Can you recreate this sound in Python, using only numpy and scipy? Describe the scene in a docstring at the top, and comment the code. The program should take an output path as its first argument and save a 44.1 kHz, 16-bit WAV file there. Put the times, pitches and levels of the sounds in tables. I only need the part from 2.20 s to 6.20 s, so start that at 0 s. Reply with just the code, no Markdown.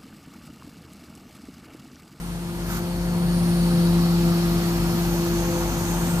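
"""A street sweeper creeps along a city street, heard from on board.
It fades in: the suction fan hums at its blade rate over the engine's throb and the body's rumble,
air roars in the duct and the brooms hiss on the asphalt. At 0.44 s a valve puffs compressed air.
From about 0.7 to 2 s a whistle spurts in the hiss, while the throb quickens and the hum grows.
The duct's ringing peaks at 2.3 s and again, lower in pitch, at 3.8 s."""
import sys
import numpy as np
from scipy import signal
from scipy.io import wavfile

SR = 44100
rng = np.random.default_rng(int(sys.argv[2]) if len(sys.argv) > 2 else 0)


def int16_out(signal):
    """Quantize to a 16-bit WAV file."""
    q = np.round(np.clip(np.atleast_2d(signal).T, -1, 1) * 32767)
    wavfile.write(sys.argv[1], SR, q.astype(np.int16))


N = 176400
T = np.arange(N) / SR


def from_db(db):
    return 10 ** (np.asarray(db) / 20)


def unit_rms(x):
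    return x / np.sqrt(np.mean(x ** 2, axis=-1, keepdims=True) + 1e-20)


def in_time(curve):
    return np.interp(T, *np.transpose(curve))


def at_hz(spectrum, hz):
    freqs_hz, values = np.transpose(spectrum)
    return np.interp(np.log(hz), np.log(freqs_hz), values)


def drift(rate_hz):
    """Slow random motion, rms 1."""
    pole = np.exp(-2 * np.pi * rate_hz * 40 / SR)  # one step per 40 samples
    white = rng.standard_normal(N // 40 + 2002)
    slow = signal.lfilter([1], [1, -2 * pole, pole * pole], white)[2000:]
    return np.interp(np.arange(N) / 40, np.arange(len(slow)), unit_rms(slow))


def swell(peak_s, rise_s, fall_s):
    """Gaussian surge with separate rise and fall."""
    return np.exp(-.5 * ((T - peak_s) / np.where(T < peak_s, rise_s, fall_s)) ** 2)


def place(x, pan_db=0, lag_s=.00017):
    """Stereo position: pan is left minus right; the left side lags."""
    left, right = np.broadcast_to(x, (2, N))
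    left = np.interp(T - round(lag_s * SR) / SR, T, left)
    return np.array([left * from_db(pan_db / 2), right * from_db(-pan_db / 2)])


# Left-right coherence: f/Hz, ratio
COHERENCE = [(1000, 1), (1600, 0.99), (2500, 0.3), (8000, 0.13), (12000, 0.073)]
def stereo_pair(mid, side, hz):
    """Two noises become left and right, less alike towards the treble."""
    alike = at_hz(COHERENCE, hz)
    return np.sqrt(1 + alike) * mid + np.sqrt(1 - alike) * side * np.array([[1], [-1]])


def banded_noise(left_db, right_db, flicker_db):
    """Third-octave noise bands, each flickering on its own; rms 1 a side."""
    edges_hz = 22 * 2 ** (np.arange(30) / 3)
    out, white = 0, rng.standard_normal((2, 2, N))
    for k, (low, high) in enumerate(zip(edges_hz, edges_hz[1:])):
        hz = np.sqrt(low * high)
        flicker = from_db(flicker_db * drift(14.4))
        if high > left_db[0][0] and low < left_db[-1][0]:
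            bandpass = signal.butter(2, [low, high], "band", fs=SR, output="sos")
            mid, side = signal.sosfilt(bandpass, white[k % 2])
            gain = from_db([[at_hz(left_db, hz)], [at_hz(right_db, hz)]])
            out = out + gain * flicker * stereo_pair(mid, side, hz)
    return unit_rms(out)


def ringing_noise(hz, width_hz, pan_db):
    """Stereo noise through one narrow resonance, shimmering in level."""
    b, a = signal.iirpeak(hz, hz / width_hz / 2, fs=SR)
    white = rng.standard_normal((2, N))
    mid, side = signal.lfilter(b, a, signal.lfilter(b, a, white))
    shimmer = from_db(0.74 * drift(rate_hz=9))
    return place(unit_rms(shimmer * stereo_pair(mid, side, hz)), pan_db, lag_s=0)


def swelling_bands(rows):
    """Resonances that each rise to a peak and die away."""
    return sum(from_db(db) * swell(peak_s, 0.83 * fall_s, fall_s) * ringing_noise(hz, width_hz, pan_db)
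               for peak_s, fall_s, hz, width_hz, db, pan_db in rows)


def partial(cycles, db, waver, rate_hz):
    """Sine wavering randomly in level and phase."""
    angle = 2 * np.pi * (cycles + rng.random())
    in_phase = (1 + waver * drift(rate_hz)) * np.sin(angle)
    quadrature = waver * drift(rate_hz) * np.cos(angle)
    return np.sqrt(2 / (1 + 2 * waver ** 2)) * from_db(db) * (in_phase + quadrature)


def cab_reflections(x, gain_db=-18.5, first_s=.001, last_s=.016):
    """Eight echoes a side off cab and body give noise a hollow ripple; rms 1."""
    lags = (rng.uniform(first_s, last_s, size=(8, 2)) * SR).astype(int)
    upper = signal.sosfilt(signal.butter(2, 600, "high", fs=SR, output="sos"), x)
    echoes = sum(np.array([np.roll(side, lag) for side, lag in zip(upper, pair)]) for pair in lags)
    return unit_rms(x + from_db(gain_db) * echoes)


# Blade harmonics 1-4: t/s, level/dB
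FAN_H1_DB = [(0, -33.5), (.45, -31.5), (.75, -28), (1, -22), (1.72, -18.5), (2.1, -20), (2.45, -24),
             (2.95, -24.5), (3.55, -30.5), (3.8, -25.5), (4, -22.5)]
FAN_H2_DB = [(0, -52), (.17, -43), (.65, -35), (.98, -37.5), (1.27, -32), (1.55, -33), (1.75, -30),
             (2.15, -27), (2.42, -29.5), (2.85, -29), (3.1, -26.5), (3.5, -31.5), (4, -34.5)]
FAN_H3_DB = [(0, -56.5), (.8, -44), (1.35, -46.5), (1.53, -37.5), (1.8, -44), (2.9, -48.5), (3.38, -34.5),
             (3.6, -47)]
FAN_H4_DB = [(0, -58), (1.92, -49), (2.1, -44), (2.7, -51), (4, -55)]
def fan_hum(blade_cycles):
    """Passing blades sound four harmonics, the first the steadiest."""
    first = partial(blade_cycles, in_time(FAN_H1_DB), waver=0.01, rate_hz=13)
    second = partial(2 * blade_cycles, in_time(FAN_H2_DB), waver=0.16, rate_hz=5.4)
    third = partial(3 * blade_cycles, in_time(FAN_H3_DB), waver=0.24, rate_hz=9.5)
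    fourth = partial(4 * blade_cycles, in_time(FAN_H4_DB), waver=0.23, rate_hz=8.1)
    return place(first, pan_db=1.5) + place(second) + place(third + fourth, pan_db=2)


# Fan overtone: multiple of blade rate, pre-fade level/dB
OVERTONE_DB = [(5, -54.5)]
# Shaft orders: multiple of shaft rate, pre-fade level/dB
SHAFT_ORDERS_DB = [(4, -53), (5, -42.5), (7, -46.5), (8, -43)]
def fan_growl(blade_cycles, blades=6):
    """Unequal blades add unsteady shaft orders below a faint, wavering overtone."""
    overtone = sum(partial(k * blade_cycles, db, waver=0.52, rate_hz=2.9) for k, db in OVERTONE_DB)
    shaft_turns = blade_cycles / blades
    orders = sum(partial(k * shaft_turns, db, waver=0.78, rate_hz=6.5) for k, db in SHAFT_ORDERS_DB)
    return place(overtone, pan_db=2) + place(orders, pan_db=1.5)


# Throb rate: t/s, f/Hz
BEAT_HZ = [(0, 2.7), (.8, 2.85), (1.1, 3.35), (4, 3.53)]
def engine(firing_cycles, beat_peak_s=2.03):
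    """Firing tone and its octave; a slightly lower vibration beats against the tone."""
    angle = 2 * np.pi * firing_cycles
    beats = np.cumsum(in_time(BEAT_HZ)) / SR
    beat_angle = 2 * np.pi * (beats - np.interp(beat_peak_s, T, beats))
    throb = np.sqrt(2) * (from_db(-34.5) * np.sin(angle) + from_db(-42) * np.sin(angle - beat_angle))
    octave = partial(2 * firing_cycles, db=-42, waver=0.27, rate_hz=3.5)
    return place(throb + octave, pan_db=3.5)


# Rumble spectral density: f/Hz, relative level/dB
RUMBLE_SPECTRUM_DB = [(25, -22), (50, -8.5), (85, -2.5), (145, 2), (190, -1.5), (260, -2.5), (420, -11.5),
                      (600, -20)]
def body_rumble():
    """The body vibrates with low, flickering noise."""
    rumble = banded_noise(RUMBLE_SPECTRUM_DB, RUMBLE_SPECTRUM_DB, flicker_db=1.45)
    return place(from_db(-34) * rumble, pan_db=4.5)


# Roar spectral density: f/Hz, relative level/dB
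ROAR_SPECTRUM_DB = [(300, -12), (450, -2.5), (620, -1.5), (820, 1.5), (1150, -3.5), (1450, -4.5),
                    (1900, -11.5), (3000, -18)]
# Roar envelope: t/s, pre-fade level/dB
ROAR_DB = [(0, -38.5), (.8, -39.5), (4, -36)]
def duct_roar():
    """Air rushes through the suction duct."""
    air = banded_noise(ROAR_SPECTRUM_DB, ROAR_SPECTRUM_DB, flicker_db=1.3)
    return place(from_db(in_time(ROAR_DB)) * cab_reflections(air), pan_db=4)


# Hiss spectral density per side: f/Hz, relative level/dB
HISS_LEFT_DB = [(1200, -21), (2200, 0.5), (4200, -0.5), (6400, -2.5), (9000, -8.5), (14000, -11)]
HISS_RIGHT_DB = [(1200, 1), (2200, 2.5), (4000, -0.5), (8000, -1), (14000, 1)]
# Hiss envelope: t/s, pre-fade level/dB
HISS_DB = [(0, -39), (.9, -42), (2.3, -37.5), (4, -38.5)]
# Hiss resonances: peak t/s, fall/s, f/Hz, nominal width/Hz, pre-fade level/dB, pan/dB
HISS_RESONANCES = [(0.17, .6, 8930, 540, -48.5, -4), (1.2, 0.38, 9000, 260, -48.5, -6),
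                   (1.382, 0.34, 9600, 518.4, -47.5, -9), (1.4, 2.9, 4400, 80, -52.5, -1),
                   (1.7, .6, 3930, 101.9, -50.5, 6), (2.2, 1.3, 4320, 185.2, -50, 8),
                   (1.852, 1.1, 4790, 102, -52, -4), (2.2, 1.1, 5390, 110, -53, -10),
                   (3.27, 0.42, 6230, 302.4, -46, -4), (3.42, 0.52, 7140, 561.6, -53, -17),
                   (3.7, 0.21, 6500, 600, -43.5, -2), (4.02, 0.35, 8500, 750, -45.5, -13),
                   (3.4, 1.9, 13950, 864, -48.5, -13.5)]
def brooms():
    """Bristles hiss on asphalt; ringing bands come and go."""
    bristles = cab_reflections(banded_noise(HISS_LEFT_DB, HISS_RIGHT_DB, flicker_db=1))
    hiss = from_db(in_time(HISS_DB)) * bristles
    return place(hiss, pan_db=-2.5) + place(swelling_bands(HISS_RESONANCES))


# Puff spectral density per side: f/Hz, relative level/dB
PUFF_LEFT_DB = [(1100, 3), (7000, -1), (12000, -8)]
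PUFF_RIGHT_DB = [(1100, 6), (3500, 1), (14000, 2)]
# Nozzle resonances: f/Hz, nominal width/Hz, level/dB, pan within the puff/dB
NOZZLE_RESONANCES = [(1360, 360, -40, 2), (6550, 420, -50, 11), (13750, 800, -45.5, -12)]
def air_puff(start_s=0.44, attack_s=0.077, hold_s=0.056, release_s=0.042):
    """A valve lets off compressed air through a ringing nozzle."""
    envelope = np.interp(T, start_s + np.cumsum([0, attack_s, hold_s, release_s]), [0, 1, 1, 0])
    air = from_db(-37) * banded_noise(PUFF_LEFT_DB, PUFF_RIGHT_DB, flicker_db=1)
    nozzle = sum(from_db(db) * ringing_noise(hz, width_hz, pan_db)
                 for hz, width_hz, db, pan_db in NOZZLE_RESONANCES)
    return place(envelope * (air + nozzle), pan_db=-2)


# Whistle spurts: peak t/s, fall/s, pre-fade level/dB
SPURTS = [(.76, .17, -53), (1.1, .09, -52), (1.43, .05, -46), (1.62, .06, -47.5), (1.85, 0.2, -49)]
def whistle(rise_s=0.049):
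    """One narrow band of the hiss rings in spurts."""
    envelope = sum(from_db(db) * swell(peak_s, rise_s, fall_s) for peak_s, fall_s, db in SPURTS)
    return place(envelope * ringing_noise(hz=4480, width_hz=65, pan_db=7.5))


# Duct resonances: peak t/s, fall/s, f/Hz, nominal width/Hz, pre-fade level/dB, pan/dB
DUCT_RESONANCES = [(2.3, 1, 1197, 130, -47, 2.5), (3.8, .3, 844, 50, -44.5, 3)]
def duct_ringing():
    """The airflow sets the duct ringing in two swells."""
    return place(swelling_bands(DUCT_RESONANCES))


# Blade-pass rate: t/s, f/Hz
BLADE_HZ = [(0, 171.8), (.8, 173.9), (1.7, 171.4), (2.4, 170.7), (4, 171.1)]
# Fade-in: t/s, level/dB
FADE_DB = [(.2, -5), (.55, -1.2), (1.3, 1.5)]
def scene():
    """Fan and engine run at a fixed speed ratio; hum and puff bypass the fade."""
    blade_cycles = np.cumsum(in_time(BLADE_HZ)) / SR
    machine = engine(firing_cycles=.2883 * blade_cycles) + body_rumble() + fan_growl(blade_cycles)
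    machine += duct_roar() + duct_ringing() + brooms() + whistle()
    return fan_hum(blade_cycles) + air_puff() + from_db(in_time(FADE_DB)) * machine


def record(dry):
    """Steep low-pass on the top treble."""
    cutoff_hz = 14250
    return signal.sosfilt(signal.ellip(12, .1, 90, cutoff_hz, fs=SR, output="sos"), dry)


dry = scene()
out = record(dry)
int16_out(out)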